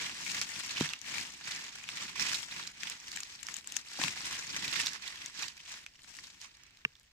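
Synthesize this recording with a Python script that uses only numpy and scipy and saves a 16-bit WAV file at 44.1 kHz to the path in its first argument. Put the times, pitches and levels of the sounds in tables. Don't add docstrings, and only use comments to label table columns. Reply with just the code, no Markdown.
import sys
import numpy as np
from scipy import signal
from scipy.fft import rfft, irfft, next_fast_len
from scipy.io import wavfile

SR = 44100
rng = np.random.default_rng(int(sys.argv[2]) if len(sys.argv) > 2 else 0)


def log_audio(samples):
    frames = np.atleast_2d(samples).T
    limited = np.clip(frames, -1, 1)
    pcm = np.round(limited * 32767).astype(np.int16)
    wavfile.write(sys.argv[1], SR, pcm)


N = 313981

# frequency in Hz, relative level in dB.
AIR_SPECTRUM = [(15, -8), (30, -2), (70, 0.5), (150, -11), (300, -22.5), (650, -18), (2300, -31),
                (7200, -51), (9500, -49), (16000, -23)]
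SOIL_SPECTRUM = [(29, -54), (50, 2), (97, 1), (161, 4.5), (296, 1.5), (417, -6.5), (470, -22), (555, -9.5),
                 (700, -20.5), (910, -46), (1540, -120)]
LEAF_SPECTRUM = [(280, -29.5), (450, -17), (580, -22), (960, -9), (1300, -9.5), (1750, -3), (2450, -1.5),
                 (3300, -4), (4500, -4.5), (5500, -3), (7800, -10), (8600, -17), (11500, -26),
                 (15500, -29.5)]
# frequency in Hz, left minus right in dB.
LEAF_BALANCE = [(400, -1.5), (650, 12.5), (1100, -4), (2200, 1), (4000, -5), (6000, -3), (8500, 7),
                (13000, 3)]
# time in seconds, rustle level in dB.
LIGHT_TOUCH = [(0, -63), (1, -75), (1.35, -55), (1.85, -58.5), (3.7, -63), (5.6, -61.5), (5.9, -66),
               (6.37, -64), (7.12, -70.5)]
# crest time in seconds, rustle level in dB, swell and fade in seconds,
# treble and soil offsets in dB, left minus right in dB.
HAND_PUSHES = [(0.02, -38.5, 0.083, 0.15, -2.5, -18, 1), (0.315, -41.5, 0.17, 0.17, 2, -15.5, 3),
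               (0.57, -45, .11, 0.15, 2, -15.5, 5.5), (0.832, -39.5, .17, 0.11, -1.5, -18, -0.5),
               (1.144, -39.5, 0.084, 0.14, 0, -15.5, 3.5), (1.49, -45.5, 0.072, 0.14, -0.5, -17, 0),
               (1.62, -45.5, 0.16, 0.12, -2, -28, 0), (1.77, -50, .05, .06, -0.5, -23, 2),
               (2.03, -43, .16, 0.12, -1, -16.5, 0.5), (2.23, -36.5, 0.061, 0.14, 0, -16.5, -3),
               (2.35, -42.5, 0.084, 0.11, 3.5, -20, 8), (2.588, -42, 0.084, 0.087, -1.5, -17, 0.5),
               (2.885, -44, 0.097, 0.081, -0.5, -21, 0), (3.15, -49.5, 0.15, 0.081, 2, -16, 1),
               (3.31, -51, 0.07, 0.067, 1, -19, 2.5), (3.51, -46.5, 0.081, 0.053, -0.5, -19.5, 6),
               (3.584, -48, .025, 0.015, 3, -20, 6.5), (3.765, -48.5, .1, 0.056, 0.5, -16, 3.5),
               (3.941, -49.5, 0.073, 0.074, 2.5, -20, 1.5), (4.041, -36, 0.045, 0.077, 0.5, -16, 4),
               (4.29, -41, 0.18, 0.2, -0.5, -19.5, 1.5), (4.645, -42, 0.19, 0.099, 0, -11.5, 0.5),
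               (4.831, -37.5, 0.17, 0.078, 1, -18, -3), (4.95, -45.5, 0.052, 0.033, -1.5, -21, -2),
               (5.049, -45.5, 0.05, 0.1, -1, -22, -2.5), (5.25, -48, 0.14, 0.071, -1, -18.5, 1),
               (5.395, -42.5, 0.049, 0.1, 1, -22, -2.5), (5.76, -48, 0.13, 0.067, -0.5, -22, 1.5),
               (6.11, -58, .08, 0.29, 4, -17, 9), (6.205, -59, 0.04, .12, 0, -13, -11),
               (6.427, -49, 0.015, 0.037, -1, -37, -2), (6.66, -61.5, 0.13, 0.08, -11, -19, -5)]
# start in seconds, peak in dB, pitch in Hz, 60 dB decay in seconds.
STEM_KNOCKS = [(0.81, -25.5, 1030, 0.0025), (.8098, -19.5, 270, 0.0097), (.821, -35.5, 149, 0.14),
               (3.9905, -32.5, 770, 0.007), (3.995, -38.5, 275, .045), (4.015, -30.5, 960, 0.0045),
               (4.039, -35, 810, 0.005), (4.043, -38.5, 167, 0.058), (6.851, -47.5, 436, 0.047),
               (6.854, -43, 167, .02)]
# frequency in Hz, sharpness as Q, relative level in dB.
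HUM_MODES = [(134, 12, 6), (226, 5.3, -3)]
# frequency in Hz, relative level in dB, 60 dB decay in seconds.
WOOD_MODES = [(603, -10, 0.0072), (1200, -5, 0.021), (1790, 12, 0.0092), (2430, 20, 0.0059),
              (2720, 16, 0.0093), (3900, -12, .008), (5570, -10, 0.015)]
# start in seconds, level in dB, ring in Hz,
# left minus right in dB, tearing time in seconds.
LEAF_SNAPS = [(0.2991, -29.5, 2650, 21, 0.00057), (0.316, -29.5, 5570, 6, 0.00087),
              (0.4146, -19.5, 5700, -1, .0003), (0.4898, -36.5, 6800, 2, 0.00063),
              (0.662, -38, 7200, 1, .0009), (0.808, -25, 3120, -10, 0.00064),
              (0.89, -28.5, 3420, -13, 0.00045), (0.9337, -27.5, 2760, -4, 0.001),
              (1.0152, -32, 5940, 14, 0.00037), (1.1826, -22, 2440, 12, 0.00027),
              (1.8395, -33.5, 2540, 13, 0.00038), (1.889, -26.5, 2540, 0, 0.00047),
              (2.209, -26.5, 4850, -14, 0.00083), (2.2231, -25.5, 5270, -11, 0.00042),
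              (2.343, -29.5, 3970, -9, 0.0043), (2.6727, -32.5, 4730, -8, 0.0013),
              (2.833, -25.5, 2530, 9, 0.00053), (2.871, -31.5, 3170, -15, 0.00091),
              (2.8987, -27.5, 7400, -2, 0.00042), (3.117, -31, 4630, -5, 0.00031),
              (3.1613, -30, 7400, 20, .0007), (3.1708, -32.5, 2310, 2, 0.0013),
              (3.203, -33, 6800, 2, 0.0012), (3.232, -33.5, 5040, 2, 0.0011), (3.429, -35, 7300, 8, 0.0015),
              (3.4679, -29, 5400, -9, 0.00031), (3.4858, -31, 1930, -14, .0007),
              (3.5402, -31.5, 6750, 6, 0.0012), (3.566, -30, 7300, 17, .0006),
              (3.6729, -30.5, 7100, 4, 0.00066), (3.722, -28.5, 7500, 6, 0.00033),
              (3.7659, -21, 6170, 7.5, 0.0009), (4.0136, -27, 1920, 11, 0.0012),
              (4.0379, -15, 2380, 4, 0.00022), (4.0815, -22, 2380, 12, .0005),
              (4.6797, -28.5, 3930, 11, 0.00065), (4.861, -25.5, 5800, -2, 0.00065),
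              (4.8673, -25, 4140, -5, 0.0016), (4.9329, -32.5, 5140, -4, 0.0006),
              (5.0763, -33.5, 3830, -10, 0.0016), (5.26, -30.5, 6040, 4, 0.00068),
              (5.4812, -34, 5000, -9, 0.0013), (5.863, -35, 2560, -1.5, 0.00068),
              (5.991, -51.5, 1970, 3, 0.00056), (6.044, -47.5, 2090, -4, 0.00092),
              (6.1674, -41, 7200, 7, 0.00048), (6.1864, -40, 2030, 0, 0.0012),
              (6.414, -39.5, 5400, -3, .001), (6.7714, -49.5, 4140, -3, 0.00058),
              (6.953, -49.5, 3750, -9, 0.0007)]


def amp(db):
    return 10 ** (np.asarray(db) / 20)


def unit_rms(x):
    return x / np.sqrt(np.mean(x ** 2) + 1e-20)


def colour(x, spectrum):
    size = next_fast_len(N + 4096)
    hz, db = np.transpose(spectrum)
    gain_db = np.interp(np.log(np.fft.rfftfreq(size, 1 / SR) + 1), np.log(hz + 1), db)
    return irfft(rfft(x, size) * amp(gain_db), size)[..., :N]


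def band(x, low_hz, high_hz, order=2):
    return signal.sosfilt(signal.butter(order, [low_hz, high_hz], "band", fs=SR, output="sos"), x)


def ring(x, hz, q):
    return signal.lfilter(*signal.iirpeak(hz, q, SR), x)


def panned(db):
    gains = np.array([[amp(db / 2)], [amp(-db / 2)]])
    return unit_rms(gains)


def add(mix, start_s, sound):
    part = mix[:, round(start_s * SR):][:, :sound.shape[1]]
    part += sound[:, :part.shape[1]]


def wander(step_s, samples):
    steps = rng.standard_normal(4000)
    return np.interp(samples / SR / step_s, np.arange(len(steps)), steps) * np.sqrt(3 / 2)


def still_air(level_db=-72.5, split_hz=350):
    noise = rng.standard_normal((3, N))
    rumble = signal.sosfilt(signal.butter(2, split_hz, fs=SR, output="sos"), noise[0])
    hiss = signal.sosfilt(signal.butter(2, split_hz, "high", fs=SR, output="sos"), noise[1:])
    return amp(level_db) * unit_rms(colour(rumble + hiss, AIR_SPECTRUM))


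def woodland_reflections(x, wet_db=-21, t60=0.086, size=13000):
    t = np.arange(size) / SR
    tail = band(rng.standard_normal((2, size)), 610, 5600, order=1) * amp(-60 * t / t60) * (t > .003)
    return x + amp(wet_db) * signal.oaconvolve(x, tail / np.linalg.norm(tail[0]), axes=1)[:, :N]


def hand_pressure(drop_db=9, roundness=1.7, touch_soil_db=-13):
    t = np.arange(N) / SR
    touch = amp(np.interp(t, *np.transpose(LIGHT_TOUCH)))
    leaf_power = np.array([touch, touch]) ** 2
    treble_power = leaf_power.copy()
    soil_power = (touch * amp(touch_soil_db)) ** 2
    for crest_s, db, swell_s, fade_s, treble_db, soil_db, pan_db in HAND_PUSHES:
        from_crest = np.maximum((crest_s - t) / swell_s, (t - crest_s) / fade_s)
        near = from_crest < 5
        push = amp(db - drop_db * from_crest[near] ** roundness)
        leaf_power[:, near] += (push * panned(pan_db)) ** 2
        treble_power[:, near] += (push * amp(treble_db) * panned(pan_db)) ** 2
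        soil_power[near] += (push * amp(soil_db)) ** 2
    return np.sqrt(leaf_power), np.sqrt(treble_power), np.sqrt(soil_power)


def soil_scrunch(digging, crumbs_per_s=900, size_db=2.0, side_db=-4):
    crumbs = rng.standard_normal((2, N)) * amp(size_db * np.minimum(rng.exponential(1, (2, N)), 3))
    crumbs *= rng.random((2, N)) < crumbs_per_s / SR
    mid, side = unit_rms(band(colour(crumbs, SOIL_SPECTRUM), 74, 1300))
    side = amp(side_db) * band(side, 220, 3000, order=1)
    return np.array([mid + side, mid - side]) * digging


def stem_knocks(rise_s=0.00076, hum_db=-8, size=9000):
    out, t = np.zeros((2, N)), np.arange(size) / SR
    for start_s, peak_db, hz, t60 in STEM_KNOCKS:
        pop = -amp(-60 * t / t60) * np.sin(2 * np.pi * hz * t) * (1 - np.exp(-t / rise_s))
        pop = band(pop, 110, 3400, order=3)
        pop += sum(amp(hum_db + mode_db) * ring(pop, mode_hz, q) for mode_hz, q, mode_db in HUM_MODES)
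        add(out, start_s, amp(peak_db) * np.array([pop, pop]) / abs(pop).max())
    return out


def wood_click(start_s=6.8502, level_db=-14, left_lag_s=0.00015, pan_db=-2, rise_s=0.00074, size=2500):
    out = np.zeros((2, N))
    t = np.maximum(np.arange(size) / SR - np.array([[left_lag_s], [0]]), 0)
    click = sum(amp(db - 60 * t / t60) * np.cos(2 * np.pi * hz * t) for hz, db, t60 in WOOD_MODES)
    click *= 1 - np.exp(-t / rise_s)
    add(out, start_s, amp(level_db) * click / abs(click).max() * panned(pan_db))
    return out


def leaf_tick(hz, q=7, crack_s=0.00019, scatter_s=0.0042, scatter_db=-15, raw_gain=0.16, size=512):
    t = np.arange(size) / SR
    crack = rng.standard_normal(size) * np.exp(-t / crack_s)
    lag_s = np.clip(rng.normal(-0.00013, 0.00014), -.0005, .0005)
    pair = np.array([np.interp(t - max(delay, 0), t, crack, left=0) for delay in (lag_s, -lag_s)])
    pair += amp(scatter_db) * rng.standard_normal((2, size)) * np.exp(-t / scatter_s)
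    return unit_rms(ring(pair, hz, q) + raw_gain * pair)


def settling_leaves(effort, base_db=-15, follow=0.42, size_db=4, pan_db=7, count=85):
    out, effort_db = np.zeros((2, N)), 20 * np.log10(effort.mean(0))
    for when, pitch, size, side in rng.random((count, 4)):
        tick = band(leaf_tick(2000 + 6000 * pitch, q=5.3, scatter_db=-26, raw_gain=0.31), 1200, 9200)
        db = base_db + follow * effort_db[int(when * N)] + size_db * (2 * size - 1)
        add(out, when * N / SR, amp(db) * tick / abs(tick).max() * panned(pan_db * (2 * side - 1)))
    return out


def leaf_crackle(ticks_per_s=3400, size_db=3.5, pan_spread_db=3, leaf_count=56):
    clumps_db = 2.62 * wander(step_s=.009, samples=np.arange(N))
    out = np.zeros((2, N))
    for hz in np.geomspace(1000, 11000, leaf_count):
        chance, strength = rng.random((2, N))
        onsets = np.flatnonzero(chance < ticks_per_s / leaf_count / SR)
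        swing = 2 * strength[onsets] - 1
        tick_db = size_db * np.minimum(-np.log(abs(swing) + 1e-9), 4)
        pressed_db = 3.5 * wander(step_s=.04, samples=onsets)
        fractures = np.zeros(N)
        fractures[onsets] = np.sign(swing) * amp(tick_db + clumps_db[onsets] + pressed_db)
        ticks = signal.oaconvolve(fractures[None], leaf_tick(hz), axes=1)[:, :N]
        out += ticks * panned(rng.normal(0, pan_spread_db))
    hz, power = signal.welch(out, SR, nperseg=512)
    flatten_db = -10 * np.log10(power.mean(0) + 1e-12)
    return unit_rms(colour(out, np.c_[hz, flatten_db][1:]))


def leaf_snaps(q=6.7, scatter_db=-11, scatter_s=.006, edge_db=-6, size=1500):
    out, t = np.zeros((2, N)), np.arange(size) / SR
    for start_s, db, hz, pan_db, tear_s in LEAF_SNAPS:
        tearing = t / tear_s * np.exp(1 - t / tear_s)
        shared, per_mic, scatter = rng.choice([-1., 1.], (3, 2, size))
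        fractures = unit_rms(tearing * (shared[0] + per_mic))
        fractures += amp(scatter_db) * unit_rms(scatter * np.exp(-t / scatter_s))
        blade = unit_rms(ring(fractures, hz, q))
        edge = amp(edge_db) * unit_rms(band(fractures, 1730, 9500))
        crack = unit_rms(band(blade + edge, 690, 7500, order=5))
        fizz_db = -20.5 + 5.5 * np.log2(hz / 4050) - np.log2(tear_s / 0.00095)
        crack += amp(fizz_db) * unit_rms(band(fractures, 5900, 15000))
        crack *= np.linalg.norm(tearing) / np.linalg.norm(crack, axis=1, keepdims=True)
        add(out, start_s, amp(db) * crack * panned(pan_db))
    return out


def leaf_rustle(effort, crispness, treble_db=-1, rub_db=-6, rub_width=1.6, lead_s=.00013, split_hz=4000):
    crackle = leaf_crackle()
    shared = rng.standard_normal(N)
    rub = np.array([shared, np.roll(shared, round(lead_s * SR))])
    rub += rub_width * rng.standard_normal((2, N))
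    leaves = colour(crackle + amp(rub_db) * unit_rms(rub), LEAF_SPECTRUM)
    for mic, side in enumerate((1, -1)):
        leaves[mic] = colour(leaves[mic], [(hz, side * db / 2) for hz, db in LEAF_BALANCE])
    dull = signal.sosfiltfilt(signal.butter(3, split_hz, fs=SR, output="sos"), leaves)
    return unit_rms(dull) * effort + amp(treble_db) * unit_rms(leaves - dull) * crispness


def scene():
    effort, crispness, digging = hand_pressure()
    leaves = leaf_rustle(effort, crispness) + leaf_snaps() + settling_leaves(effort)
    return woodland_reflections(leaves) + soil_scrunch(digging) + stem_knocks() + wood_click() + still_air()


def record(dry):
    low_pass = signal.firwin(255, 15600, window=("kaiser", 8), fs=SR)
    return signal.oaconvolve(dry, low_pass[None], "same")


dry = scene()
out = record(dry)
log_audio(out)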